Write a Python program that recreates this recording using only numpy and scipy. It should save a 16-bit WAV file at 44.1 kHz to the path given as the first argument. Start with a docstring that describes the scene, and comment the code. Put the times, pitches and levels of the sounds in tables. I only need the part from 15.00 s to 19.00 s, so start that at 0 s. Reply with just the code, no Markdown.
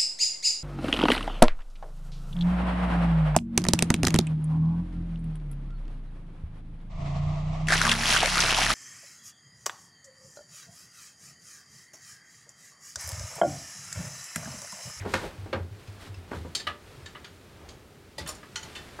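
"""Hangers clack against each other and a metal rail as someone sorts through clothes in a closet.
Each clack is a sharp tap, and then the hanger rings. The person's steps knock on the wooden floor,
which booms as it gives under their weight. Fabric rustles, and there is one short squeak at the start.
The room is small and quiet, and the sound is almost the same in both ears."""
import sys
import numpy as np
from scipy import signal
from scipy.fft import rfft, irfft
from scipy.io import wavfile
from scipy.ndimage import uniform_filter1d

SR = 44100
rng = np.random.default_rng(int(sys.argv[2]) if len(sys.argv) > 2 else 0)


def store_wav(level_fs):
    """Save 16-bit WAV to argv[1]."""
    pcm = np.round(np.clip(np.atleast_2d(level_fs), -1, 1) * 32767)
    wavfile.write(sys.argv[1], SR, pcm.T.astype(np.int16))


N = 176400


def amp(db):
    """Turn decibels into a number to multiply by."""
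    return 10 ** (np.asarray(db) / 20)


def unit_rms(x):
    """Scale a sound so that its average strength (rms) is 1."""
    return x / np.sqrt(np.mean(x ** 2) + 1e-20)


def value_at(points, hz):
    """Look up (frequency, value) points, blending between them on a log-frequency scale."""
    f, value = np.transpose(points)
    return np.interp(np.log(hz + 1), np.log(f + 1), value)


def add(mix, start_s, sound):
    """Mix a sound in at the given time."""
    part = mix[max(round(start_s * SR), 0):][:len(sound)]
    part += sound[:len(part)]


def noise(spectrum):
    """Steady noise with the given balance of low and high frequencies, at rms 1."""
    gain = amp(value_at(spectrum, np.fft.rfftfreq(N, 1 / SR)))
    return unit_rms(irfft(rfft(rng.standard_normal(N)) * gain, N))


def resonate(x, spectrum, modes, q, boost_db, size=4096):
    """A struck object boosts its modes, the notes it rings at. 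A higher q makes each peak narrower."""
    hz = abs(np.fft.fftfreq(size, 1 / SR)) + 1
    peaks = np.minimum(sum(1 / (1 + (2 * q * (hz / mode[0] - 1)) ** 2) for mode in modes), 1)
    gain = amp(value_at(spectrum, hz) + boost_db * peaks)
    gain /= np.sqrt((1 + (52 / hz) ** 4) * (1 + (hz / 9460) ** 8))  # soften below 52 and above 9460 Hz
    # a minimum-phase filter, so that nothing sounds before the hit
    log_response = np.conj(signal.hilbert(np.log(gain + 1e-6)))
    taps = np.fft.ifft(np.exp(log_response)).real
    return signal.fftconvolve(x, taps)[:len(x)]


def impact(contact_s, size=20480):
    """Two things meet: a snap and a brief chatter, an echo off a nearby surface, then the room's tail."""
    # how long the room takes to fade by 60 dB (treble dies first): f/Hz, fade time/s
    room_fade = [(150, 0.42), (500, 0.27), (3000, 0.19), (8000, 0.18), (15000, 0.12)]
    echo_s, echo_gain, room_rise_s = 0.0033, amp(0.5), 0.0044
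    t = np.arange(size) / SR
    chatter, echo, tail = rng.standard_normal((3, size))
    chatter *= np.exp(-t / contact_s)
    chatter += echo_gain * echo * (t > echo_s) * np.exp(-abs(t - echo_s) / contact_s)
    snap = signal.unit_impulse(size) + echo_gain * signal.unit_impulse(size, round(echo_s * SR))
    hardness = min(echo_s / contact_s, 1)  # long, scraping contacts snap less
    hz, times, bands = signal.stft(tail, SR, nperseg=256)
    fade = amp(-60 * times / value_at(room_fade, hz)[:, None])
    tail = signal.istft(bands * fade, SR, nperseg=256)[1][:size]
    tail *= 1 - np.exp(-t / room_rise_s)
    hit = hardness * amp(-9) * unit_rms(snap) + unit_rms(chatter) + amp(-1) * unit_rms(tail)
    return hit / np.linalg.norm(hit)


def ring(hz, db, fade_s, rise_s=0.0038, size=20480):
    """One mode: a pure tone that swells quickly and drops by 60 dB every fade_s seconds."""
    t = np.arange(size) / SR
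    envelope = np.minimum(t / rise_s, 1) * amp(db) * np.exp(-np.log(1000) * t / fade_s)
    return envelope * np.sin(2 * np.pi * (hz * t + rng.random()))


def room_tone():
    """The room's steady hush in both ears, plus a faint hiss that differs between left and right."""
    # room tone and microphone hiss: f/Hz, level/dB
    hush_spectrum = [(25, -15), (60, -4.5), (84, 4), (110, -3), (310, -10.5), (395, -4.5), (480, -13),
                     (800, -19.5), (4700, -29.5), (15000, -38)]
    # the hiss that differs between the ears: f/Hz, level/dB
    side_spectrum = [(300, 13), (1500, -10), (4000, -16), (8000, 5)]
    hush = amp(-52.5) * noise(hush_spectrum)
    side = amp(-72.5) * noise(side_spectrum)
    return np.array([hush + side, hush - side])


def fabric():
    """Clothes rub together, making a soft, low rustle and a hiss, both grainy."""
    # how loud the moving fabric is: t/s, rustle level/dB, hiss level/dB
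    movement = [(0, -49.5, -54.5), (.06, -39, -53), (.12, -46, -44.5), (.26, -38, -45.5),
                (.32, -47.5, -55.5), (.7, -56, -65), (.81, -52, -57.5), (.99, -51.5, -58),
                (1.01, -48.5, -50.5), (1.075, -47, -51.5), (1.11, -53, -61), (1.27, -51, -61),
                (1.36, -49, -49.5), (1.42, -55, -56.5), (1.8, -60, -61.5), (1.89, -50.5, -56.5),
                (2.4, -59.5, -61), (2.68, -48.5, -61), (2.82, -56.5, -64), (3.14, -59, -64),
                (3.328, -47.5, -57.5), (3.52, -61.5, -57.5), (3.67, -47.5, -51.5), (4, -50.5, -53.5)]
    # the soft rustle: f/Hz, level/dB
    rustle_spectrum = [(40, 6), (130, -4.5), (400, -7), (650, -9.5), (1200, -15), (2500, -20), (6000, -50)]
    # the brighter hiss: f/Hz, level/dB
    hiss_spectrum = [(300, -31), (1200, 3), (2200, 0), (4500, -3), (6000, -8), (8500, -10), (12000, -15.5),
                     (16000, -28)]
    grain_s, grain_db = 0.0062, -0.5
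    t = np.arange(N) / SR
    times, rustle_db, hiss_db = np.transpose(movement)
    flicker = unit_rms(uniform_filter1d(rng.standard_normal(N), int(grain_s * SR)))
    grain = unit_rms(amp(grain_db * flicker))
    rustle = amp(np.interp(t, times, rustle_db)) * noise(rustle_spectrum)
    hiss = amp(np.interp(t, times, hiss_db)) * noise(hiss_spectrum)
    return grain * (rustle + hiss)


def squeak():
    """A short scrape: a fuzzy tone that slides down and fades."""
    # the scrape: t/s, length/s, first f/Hz, last f/Hz
    slide = (0, .04, 2350, 1700)
    start_s, length_s, first_hz, last_hz = slide
    fuzz_width_hz = 820
    progress = np.linspace(0, 1, int(length_s * SR))
    hz = last_hz + (first_hz - last_hz) * (1 - progress) ** 2
    tone = np.cos(2 * np.pi * np.cumsum(hz) / SR)
    fuzz = uniform_filter1d(rng.standard_normal(N), int(SR / fuzz_width_hz))[:len(tone)]
    out = np.zeros(N)
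    add(out, start_s, amp(-44) * unit_rms(fuzz * tone) * np.sqrt(1 - progress))
    return out


def footsteps():
    """Feet land with dull knocks that make the wood ring."""
    # footfalls and knocks: t/s, contact time/s, ring level/dB, then level/dB in each band
    steps = [(0.05, 0.034, -44, 14, 9.5, -1.5, -35), (0.138, .0018, -31, 10, 12, 12.5, 4),
             (.228, 0.038, -49, 3.5, 9.5, -8.5, -17), (0.46, 0.0027, -54, 3.5, -1, -18, -26),
             (.529, 0.0037, -32, 15, 13.5, 7, -3.5), (1.3139, 0.0012, -55, 9, 6, 1, -26),
             (1.329, 0.0044, -66, 12.5, 0, -5.5, -19), (1.447, 0.0091, -68, 5, 0.5, -16, -39),
             (3.198, 0.046, -54, 4.5, -13, -8.5, -9.5), (3.989, 0.0061, -51, -10, -2.5, -1, -37)]
    # the bands of a knock, low to high: f/Hz
    bands_hz = [170, 500, 1500, 3800]
    # the notes the wood rings at: f/Hz, level/dB
    wood_modes = [(172, -1), (342, 1), (400, -11.5), (527, 4.5), (835, -4), (960, -7), (1170, -6),
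                  (1441, -8), (1600, -4), (1810, -10), (2160, -18), (4290, -17)]
    top_hz, dulling_db_per_s = 8560, -5500
    out = np.zeros(N)
    for start_s, contact_s, ring_db, *band_db in steps:
        top_db = band_db[-1] + max(dulling_db_per_s * contact_s, -30)  # longer contact, less treble
        spectrum = [*zip(bands_hz, band_db), (top_hz, top_db)]
        add(out, start_s, resonate(impact(contact_s), spectrum, wood_modes, q=25.3, boost_db=5.5))
        add(out, start_s, sum(ring(hz, ring_db + db, fade_s=0.15) for hz, db in wood_modes))
    return out


def floor_booms():
    """The floor gives under shifting weight and booms: a low note with a faint higher one."""
    # the booms: t/s, level/dB, f/Hz
    booms = [(.004, -27.5, 98), (.13, -29, 91), (0.381, -31, 99.3), (0.426, -33.5, 95.6),
             (0.551, -26.5, 90.6), (0.601, -27.5, 86), (0.709, -32, 101), (0.879, -32, 99),
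             (1.092, -31, 97.8), (1.168, -33.5, 86.5), (1.356, -32, 82), (1.403, -33, 83.9),
             (1.678, -39, 85), (1.971, -40.5, 132), (2.021, -40, 84), (3.205, -36.5, 70.7),
             (3.802, -54, 74.5)]
    fade_s, rise_s = 0.31, 0.0094
    out = np.zeros(N)
    for start_s, db, hz in booms:
        low_note = ring(hz, db, fade_s, rise_s)
        overtone = ring(hz * 1.75, db - 25.5, fade_s, rise_s)
        add(out, start_s, low_note + overtone)
    return out


def hangers():
    """A hanger hits another one or the rail: a sharp tap, then it rings with its own set of notes."""
    # the clacks: t/s, which hanger, contact time/s, ring level/dB, then level/dB in each band
    clacks = [(.875, "g", 0.0018, -52, -18, -23, -19, -29, -43),
              (1.143, "g", 0.0013, -47, -29, -19, -21.5, -27, -37),
              (1.550, "a", 0.0055, -38.5, -5.5, -3.5, 2, -2.5, -5),
              (1.597, "a", 0.017, -48, -9.5, -10, -7, -21, -19),
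              (1.669, "b", 0.0056, -27.5, 2, 4.5, 3, -17.5, -15),
              (2.06, "h", 0.0028, -41, -16, -13.5, -12.5, -17, -34),
              (2.150, "b", 0.0099, -59, -13.5, -6, -14.5, -51, -42),
              (2.245, "i", 0.0022, -51, -33, -5, -11, -20.5, -31),
              (2.689, "i", 0.0025, -55, -7.5, -19.5, -14, -17, -28),
              (3.181, "c", 0.016, -36.5, 1, -10, -4.5, -8.5, -10),
              (3.260, "e", 0.02, -58.5, -22, -1, -24, -13, -25),
              (3.274, "f", 0.006, -51, -5, -27, -6, -12.5, -3),
              (3.287, "f", 0.0093, -45, -3.5, -5.5, -7.5, -6.5, -4),
              (3.349, "f", 0.0036, -62, -30, -22, -20, -18.5, -23),
              (3.430, "b", 0.004, -65, -10.5, -11, -24, -49, -39),
              (3.558, "d", 0.0021, -35.5, -22.5, -1, -2, -3.5, -16),
              (3.628, "d", 0.02, -45, -14, -10.5, -12, -19, -19),
              (3.752, "e", 0.028, -53.5, -21, -6, -9, -13, -18)]
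    # the bands of a tap, low to high: f/Hz
    bands_hz = [450, 1400, 3800, 7000, 12000]
    # how each hanger rings: fade time/s at reference_hz, then its modes as (f/Hz, level/dB)
    hanger_rings = {"a": (0.19, [(1765, -15), (3150, -7), (3776, 7), (4250, -9), (4511, 12.5), (4810, -5),
                    (5136, -12), (6375, -5), (7305, 6), (8810, -11)]), "b": (0.12, [(590, -15), (1180, -1),
                    (1256, -2.5), (1700, -5.5), (1960, -5), (2960, 0)]), "c": (0.1, [(567, -2.5),
                    (870, -3.5), (1943, 3.5), (3530, -1), (4410, -4), (4877, 1)]), "d": (0.13, [(880, -7),
                    (1433, -5), (2010, -7), (3050, 5), (4300, -4.5), (5943, 2), (6820, 5)]),
                    "e": (0.37, [(1810, 4), (2690, 7), (3030, 10.5), (3540, 13), (4380, 0)]),
                    "f": (0.083, [(619, 3), (1087, 6), (1230, 5), (4419, -5), (5469, -9), (7095, 13),
                    (9300, -13)]), "g": (0.076, [(2650, 1.5), (5080, -1)]), "h": (0.1, [(1750, 1.5),
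                    (3095, -9), (3765, 0), (4535, -6), (7380, -3)]), "i": (0.067, [(3220, -6), (4660, -6),
                    (6580, -1)])}
    reference_hz, damping = 2000, 0.84  # higher notes die sooner
    out = np.zeros(N)
    for start_s, which, contact_s, ring_db, *band_db in clacks:
        fade_s, modes = hanger_rings[which]
        spectrum = list(zip(bands_hz, band_db))
        add(out, start_s, resonate(impact(contact_s), spectrum, modes, q=16.8, boost_db=8.5))
        for hz, db in modes:
            add(out, start_s, ring(hz, ring_db + db, fade_s * (reference_hz / hz) ** damping))
    return out


def scene():
    """Every source sits in the middle, over the room tone."""
    return footsteps() + floor_booms() + hangers() + fabric() + squeak() + room_tone()


def record(dry):
    """Turn down the rumble below 53 Hz and cut the treble above 16050 Hz."""
    without_rumble = signal.lfilter(*signal.butter(2, 53, "high", fs=SR), dry)
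    treble_cut = signal.firwin(511, 16050, window=("kaiser", 9), fs=SR)
    return signal.oaconvolve(without_rumble, treble_cut[None], "same")


dry = scene()
out = record(dry)
store_wav(out)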